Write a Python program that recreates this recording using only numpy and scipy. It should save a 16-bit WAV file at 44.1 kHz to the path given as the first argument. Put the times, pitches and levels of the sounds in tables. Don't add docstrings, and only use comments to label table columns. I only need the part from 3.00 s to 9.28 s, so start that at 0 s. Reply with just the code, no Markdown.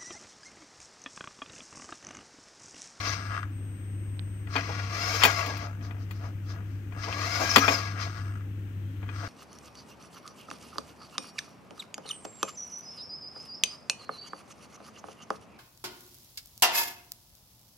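import sys
import numpy as np
from scipy import signal
from scipy.fft import rfft, irfft, next_fast_len
from scipy.io import wavfile
from scipy.ndimage import uniform_filter1d

SR = 44100
rng = np.random.default_rng(int(sys.argv[2]) if len(sys.argv) > 2 else 0)


def generate_wav(signal):
    frames = np.transpose(np.atleast_2d(signal))
    scaled = np.clip(frames, -1, 1) * 32767
    pcm = np.round(scaled).astype(np.int16)
    wavfile.write(sys.argv[1], SR, pcm)


N = 276929
TIME = np.arange(N) / SR


def from_db(db):
    return 10 ** (np.asarray(db) / 20)


def rms_one(x):
    return x / np.sqrt(np.mean(x ** 2) + 1e-20)


def at_hz(points, hz):
    f, value = np.transpose(points)
    return np.interp(np.log(hz + 1), np.log(f), value)


def drift(rate_hz):
    size = next_fast_len(N, True)
    hz = np.arange(size // 2 + 1) * SR / size
    spectrum = rfft(rng.standard_normal(size)) / (1 + (hz / rate_hz) ** 2)
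    return rms_one(irfft(spectrum, size)[:N])


def colour(x, spectrum, size=8192):
    hz = np.arange(size // 2 + 1) * SR / size
    cepstrum = irfft(np.log(from_db(at_hz(spectrum, hz))))
    cepstrum[1:size // 2] *= 2
    cepstrum[size // 2 + 1:] = 0
    impulse_response = irfft(np.exp(rfft(cepstrum)))
    return signal.fftconvolve(x, impulse_response)[:N]


def resonate(x, modes):
    out = 0
    for k, (hz, width_hz, db) in enumerate(modes):
        r = np.exp(-np.pi * width_hz / SR)
        poles = [1, -2 * r * np.cos(2 * np.pi * hz / SR), r * r]
        gain = (-1) ** k * from_db(db) * (1 - r * r) / 2
        out = out + gain * signal.lfilter([1, 0, -1], poles, x + 1e-18)
    return out


def band(x, low_hz, high_hz):
    return signal.sosfilt(signal.butter(3, [low_hz, high_hz], "band", fs=SR, output="sos"), x)


def even(x, seconds=0.021):
    size = max(int(seconds * SR), 2)
    power = uniform_filter1d(uniform_filter1d(x * x, size), size)
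    return x / np.sqrt(np.abs(power) + 1e-12)


def burst(t60_s, size=16384):
    decay = np.exp(-np.log(1000) * np.arange(size) / (t60_s * SR))
    tail = rng.standard_normal(size) * decay
    return tail / np.sqrt(np.sum(tail ** 2))


def clicks_at(times, gains):
    samples = np.round(np.asarray(times) * SR).astype(int)
    return np.bincount(np.clip(samples, 0, N - 1), gains, N)


def swell(peak_s, length_s):
    distance = 2 * np.arccosh(2) * np.abs(TIME - peak_s) / length_s
    return 1 / np.cosh(np.minimum(distance, 20))


# (frequency [Hz], density [dB per Hz])
WORKSHOP_SPECTRUM = [(25, -15.5), (45, -5.5), (62, 2.5), (85, 6.5), (130, -2), (185, -0.5), (230, -7),
                     (290, -1), (380, -13.5), (650, -23), (1000, -24.5), (1600, -20), (2800, -23.5),
                     (4300, -39), (6700, -35), (9000, -51), (12000, -37.5), (16000, -40.5)]
# (frequency [Hz], likeness [0 to 1])
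SIDE_LIKENESS = [(60, 1), (290, 0.95), (640, .35), (1400, .05)]


def workshop(noise_db=-43):
    size = next_fast_len(N)
    shared, own = rfft(rng.standard_normal((2, size)))
    alike = np.clip(at_hz(SIDE_LIKENESS, np.arange(len(shared)) * SR / size), 0, 1)
    right = alike * shared + np.sqrt(1 - alike ** 2) * own
    noises = [colour(irfft(side, size)[:N], WORKSHOP_SPECTRUM) for side in (shared, right)]
    return from_db(noise_db) * np.array([rms_one(noise) for noise in noises])


def hum(hz=99.7, left_db=-35.4, waver=0.15, sway_rad=0.15):
    strength = from_db(left_db) * (1 + waver * drift(5.4))
    return np.sqrt(2) * strength * np.sin(2 * np.pi * hz * TIME + sway_rad * drift(2.5))


# (start [s], end [s], whine added on the left [dB])
LOAD_HOLDS = [(-.1, 0.435, -64), (0.531, 1.434, -61.5), (1.454, 2.602, -70), (3.95, 5.371, -70.5),
              (6.114, 6.398, -69)]


def whine(hz=8363, idle_db=-77, ramp_s=0.066, sway_rad=0.35):
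    gain = np.full(N, from_db(idle_db))
    for start, end, db in LOAD_HOLDS:
        inside_s = np.minimum(TIME - start, end - TIME)
        gain += from_db(db) * np.clip(inside_s / ramp_s + .5, 0, 1)
    return np.sqrt(2) * gain * np.sin(2 * np.pi * hz * TIME + sway_rad * drift(18))


# (time [s], mesh rate before spurts and the slow limit [teeth per s])
SETTLE_MOVE = [(0, 633), (.15, 310), (.2, 197), (.39, 99), (.48, 14)]
RETRACT_MOVE = [(1.465, 30), (1.53, 79), (1.58, 512), (1.86, 463), (2.0, 685), (2.15, 796), (2.4, 680),
                (2.579, 430), (2.68, 75), (2.79, 18.5)]
LOWER_MOVE = [(3.91, 26.5), (4.0, 117), (4.08, 492), (4.3, 708), (4.5, 790), (4.73, 770), (4.88, 500),
              (4.94, 140), (5.179, 115), (5.469, 15)]
RESTART_MOVE = [(6.001, 34), (6.12, 65), (6.28, 170)]
# (mesh rate [teeth per s], shell rumble [dB], gear chatter [dB], motor whirr [dB], brush fizz [dB])
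SPEED_LOUDNESS = [(15, -92, -69, -99, -89), (60.62, -59.5, -49, -67.5, -70),
                  (120, -53.5, -41.5, -49, -66.5), (489, -47, -37.5, -43, -60),
                  (836.9, -36, -27, -29.5, -36.5)]
# (peak [s], length [s], level [dB])
MOTOR_SPURTS = [(0.082, 0.069, -33), (0.132, 0.043, -35), (1.54, 0.039, -41), (2.854, 0.046, -51),
                (3.024, 0.052, -57.5), (3.17, 0.093, -57), (3.25, 0.063, -53), (3.505, 0.056, -49),
                (3.735, 0.16, -66), (4.039, 0.038, -35.5), (5.026, 0.051, -35), (6.175, 0.046, -49.5)]
# shell [dB], gears [dB], motor [dB], fizz [dB]
SPURT_BALANCE = [-11.5, 1.5, 0.5, -17]
# (peak [s], length [s], added shell rumble [dB], added gear chatter [dB])
LINKAGE_BINDS = [(0.083, 0.025, -39, -40), (0.215, 0.045, -62, -43.5), (0.338, 0.11, -47, -33.5),
                 (1.582, .035, -35.5, -29), (1.702, 0.026, -33, -57), (1.796, 0.035, -48, -39),
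                 (2.152, 0.21, -40, -39), (2.29, 0.052, -33, -25.5), (2.406, 0.071, -34.5, -27.5),
                 (2.486, 0.089, -36, -53), (2.649, 0.077, -42.5, -83), (2.894, 0.19, -51.5, -52.5),
                 (3.246, 0.058, -41.5, -42), (3.569, 0.11, -50, -48.5), (3.97, .05, -45.5, -45),
                 (4.085, 0.03, -33.5, -53), (4.186, 0.039, -36, -38), (4.269, .025, -37.5, -49),
                 (4.42, 0.054, -26, -34), (4.647, 0.036, -33.5, -24.5), (4.709, 0.067, -29.5, -47),
                 (4.978, 0.05, -43, -34), (5.07, 0.027, -41.5, -46), (6.241, .04, -41, -42)]


def motion(spurt_rate=540, spurt_at_db=-34, spurt_db_per_doubling=13, bind_fizz_share=0.3):
    moves = (SETTLE_MOVE, RETRACT_MOVE, LOWER_MOVE, RESTART_MOVE)
    speed = sum(np.interp(TIME, *np.transpose(move), left=0, right=0) for move in moves)
    speed = np.maximum(speed, 10)
    speeds, *levels = np.transpose(SPEED_LOUDNESS)
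    power = from_db([np.interp(np.log(speed), np.log(speeds), db) for db in levels]) ** 2

    push = sum((from_db(db) * swell(s, length)) ** 2 for s, length, db in MOTOR_SPURTS)
    power += np.outer(from_db(SPURT_BALANCE) ** 2, push)
    doublings = (10 * np.log10(push) - spurt_at_db) / spurt_db_per_doubling
    speed = np.maximum(speed, spurt_rate * 2 ** doublings)

    free_rumble = power[0].copy()
    for s, length, shell_db, gear_db in LINKAGE_BINDS:
        power[:2] += np.outer(from_db([shell_db, gear_db]) ** 2, swell(s, length) ** 2)
    power[3] *= (power[0] / free_rumble) ** bind_fizz_share
    return speed, np.sqrt(power)


# (frequency [Hz], width [Hz], relative level [dB])
SHELL_MODES = [(295, 27, -2), (457.5, 28, -1.5), (662, 90, 1), (987, 126, -3.5)]
GEARBOX_MODES = [(1119, 74, 5.5), (1390, 129, -1), (1653, 46, 2), (2110, 270, 0), (2319, 257, -2),
                 (2631, 80, 0), (2697, 400, -8), (3330, 79, -11.5)]
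MOTOR_MODES = [(4180, 840, -1.5), (4678, 360, 3.5), (4887, 420, 1), (5917, 270, -2.5), (6114, 310, -6.5),
               (6750, 790, -19.5)]
# (frequency [Hz], width [Hz], relative level [dB])
TOOTH_MODES = [(1225, 236, 4.5), (1403, 340, 3), (1675, 39, 3.5), (1940, 83, -8.5), (2560, 1500, -17.5),
               (5200, 780, -39)]
# (frequency [Hz], filter gain [dB])
FIZZ_SPECTRUM = [(3000, -53), (6500, 8.5), (7500, -3), (9000, -12.5), (11000, -8.5), (13000, -8.5),
                 (16000, -13.5)]


def servo(speed, gains, uneven_db=7.0, shell_rub=2.2, gear_rub=1.0, motor_rub=0.98,
          flutter_db=1.5, slide_s=0.0061, slowest=45):
    rate = np.maximum(speed, slowest) * (1 + .03 * drift(60))
    turns = np.cumsum(rate) / SR
    times = np.interp(np.arange(1, int(turns[-1])), turns, TIME)
    strengths = from_db(uneven_db * rng.standard_normal(N)[:len(times)])
    strikes = even(clicks_at(times, strengths))
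    contact = np.exp(-(turns % 1) / (rate * slide_s))
    slide = even(contact * rng.standard_normal((2, N)))

    shell = even(band(resonate(strikes + shell_rub * slide, SHELL_MODES), 190, 1900))
    fast = np.clip(rate / 420, .35, 1)
    mesh = strikes + gear_rub * slide
    hard_mesh = even(resonate(mesh, GEARBOX_MODES))
    soft_mesh = even(resonate(mesh, TOOTH_MODES))
    gears = even(band(fast * hard_mesh + (1 - fast) * soft_mesh, 1100, 4050))
    motor = even(band(resonate(fast * strikes + motor_rub * slide, MOTOR_MODES), 3050, 7200))
    fizz = even(np.array([colour(side, FIZZ_SPECTRUM) for side in slide]))
    whirr = sum(gain * layer for gain, layer in zip(gains, (shell, gears, motor, fizz)))
    return whirr * from_db(flutter_db * drift(25))


def gear_whine(speed, chatter, whirr, second_db=-13.0, third_db=-15, rasp_db=-9, patchy_db=9, onset=500):
    rate = speed * (1 + .025 * drift(90) + .04 * drift(10))
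    phase = 2 * np.pi * np.cumsum(rate) / SR
    low = chatter * from_db(second_db + patchy_db * np.tanh(drift(30)))
    middle = chatter * from_db(third_db + patchy_db * np.tanh(drift(30)))
    high = whirr * from_db(rasp_db + patchy_db * np.tanh(drift(30)))
    tones = low * np.sin(2 * phase) + middle * np.sin(3 * phase) + high * np.sin(7 * phase)
    fade_in = np.clip((speed - onset) / 200, 0, 1)
    return np.sqrt(2) * fade_in * tones


# (start [s], length [s], start pitch [Hz], end pitch [Hz], level [dB])
SQUEALS = [(0.06, 0.025, 4500, 4700, -36), (0.077, 0.032, 5940, 6040, -36.5),
           (4.498, 0.025, 5100, 5146, -24.5), (4.535, .033, 5180, 4797, -24.5),
           (4.595, 0.032, 5650, 5633, -33), (4.607, 0.059, 1200, 1400, -21.5),
           (4.732, 0.026, 5350, 5000, -27)]


def squeals(waver=0.027, unsteady_db=1.5):
    out = np.zeros(N)
    unsteady = 1 + waver * drift(200)
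    for s, length, start_hz, end_hz, db in SQUEALS:
        progress = np.clip((TIME - s) / length, 0, 1)
        hz = (start_hz + (end_hz - start_hz) * progress) * unsteady
        envelope = np.sqrt(2 * np.abs(np.sin(np.pi * progress)))
        out += from_db(db) * envelope * np.sin(2 * np.pi * np.cumsum(hz) / SR)
    return out * from_db(unsteady_db * drift(250))


# (time [s], relative level [dB])
TOOTH_TICKS = [(0.307, -21), (0.3393, -24), (0.3643, -22), (.377, -16), (0.391, -23), (.43, -18),
               (4.9968, -22), (5.356, -33), (5.4082, -34)]


def teeth(level_db=28, top_hz=6500):
    s, db = np.transpose(TOOTH_TICKS)
    return band(resonate(clicks_at(s, from_db(db + level_db)), TOOTH_MODES), 500, top_hz)


def pip(db=1):
    tick = resonate(clicks_at([1.1938], [from_db(db)]), [(3900, 800, 0), (700, 2500, -11)])
    return band(band(tick, 150, 5000), 150, 5000)


# (time [s], relative level [dB], lowest and highest frequency that the contact excites [Hz])
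STOP_KNOCKS = [(1.4707, -36.5, 700, 2500), (1.5549, -8.5, 1199, 1330), (1.562, -14.5, 1388, 4600),
               (2.2191, -14.5, 1800, 3000), (2.2274, -11, 1800, 3500), (2.2354, -1.5, 1800, 9000),
               (2.2392, -18, 900, 5000), (2.2511, -7.5, 300, 13000), (2.26, -8, 350, 700),
               (2.4618, -27, 400, 12010), (2.572, -34, 2977, 14000), (2.8106, -41.5, 700, 2500),
               (2.9094, -34, 600, 2400), (3.1095, -34, 500, 14000), (3.9229, -38, 700, 2600),
               (4.126, -24.5, 900, 4500), (4.56, 0, 1600, 8100), (4.5657, -5.5, 400, 1400),
               (4.57, -4, 130, 330), (4.581, -11, 200, 11160), (4.6802, -11, 400, 3000),
               (4.688, -16, 200, 7000), (6.0284, -31.5, 700, 1400), (6.0897, -30, 896, 2577)]
# (frequency [Hz], width [Hz], relative level [dB])
FRAME_MODES = [(222, 89, 10), (278, 12, 20.5), (445, 55, 11.5), (708, 43, -15.5), (988, 279, 10),
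               (1110, 249, -15), (1400, 200, -8), (1890, 100, -24), (2170, 160, -13), (2469, 58, 16.5),
               (2880, 41, 4), (3330, 330, 6), (4210, 190, 3), (4470, 160, 8.5), (7060, 260, -1)]
# (frequency [Hz], filter gain [dB])
CRACK_SPECTRUM = [(100, -52), (250, -1.5), (650, 15), (1500, 15), (3300, 11.5), (5500, -4.5), (8500, -8.5),
                  (13000, 2), (16000, 8)]


def knocks(ring_db=20, crack_db=15, crack_t60_s=0.058, rattle=1.0, rattle_t60_s=0.042):
    hits = np.zeros((2, 2, N))
    for s, db, low_hz, high_hz in STOP_KNOCKS:
        force = rattle * np.array([burst(rattle_t60_s), burst(rattle_t60_s)])
        force[:, 0] += 1
        crack = np.array([burst(crack_t60_s), burst(crack_t60_s)])
        contact = np.vstack([signal.butter(1, low_hz, "high", fs=SR, output="sos"),
                             signal.butter(2, min(high_hz, .45 * SR), fs=SR, output="sos")])
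        start = int(s * SR)
        hit = from_db(db) * signal.sosfilt(contact, np.array([force, crack]))[..., :N - start]
        hits[..., start:start + hit.shape[-1]] += hit
    blows, cracks = hits
    ringing = resonate(blows, FRAME_MODES)
    cracking = np.array([colour(side, CRACK_SPECTRUM) for side in cracks])
    return from_db(ring_db) * ringing + from_db(crack_db) * cracking


# (frequency [Hz], width [Hz], relative level [dB])
HISS_BANDS = [(3130, 200, -0.5), (4140, 700, -11)]


def hiss(level_db=-62, peak_s=6.11, length_s=0.8):
    noise = rms_one(resonate(rng.standard_normal(N), HISS_BANDS))
    return from_db(level_db) * swell(peak_s, length_s) * noise


def spread(x, hull, hull_t60_s=0.04, room_db=-15, room_t60_s=0.36):
    quick = band(burst(hull_t60_s), 700, 17000)
    reflections = hull * quick + from_db(room_db) * burst(room_t60_s)
    echoes = signal.fftconvolve(x, reflections)[:N]
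    return (x + echoes) / np.sqrt(1 + hull ** 2)


# (frequency [Hz], gain [dB])
RIGHT_SHADE = [(100, -5.5), (380, -1), (700, -3.5), (1290, -7.5), (2400, -14), (4400, -10.5), (8100, -5.5),
               (15000, -0.5)]


def scene(wrap_hz=800):
    speed, gains = motion()
    train = servo(speed, gains) + gear_whine(speed, chatter=gains[1], whirr=gains[2])
    near, far = train + squeals() + teeth() + knocks() + hiss()
    left = spread(near, hull=0.63)
    wrapped = signal.sosfilt(signal.butter(1, wrap_hz, fs=SR, output="sos"), left)
    shaded = signal.sosfilt(signal.butter(2, wrap_hz, "high", fs=SR, output="sos"), spread(far, hull=2.0))
    left, right = np.array([left, wrapped + shaded]) + workshop()
    right = colour(right, RIGHT_SHADE) + pip()
    tones = whine() * from_db([[0], [-2.8]]) + hum() * from_db([[0], [-1.8]])
    return np.array([left, right]) + tones


def record(dry, stop_hz=16500):
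    steep = signal.cheby2(16, 70, stop_hz, fs=SR, output="sos")
    return signal.sosfilt(steep, np.clip(dry, -1, 1))


dry = scene()
out = record(dry)
generate_wav(out)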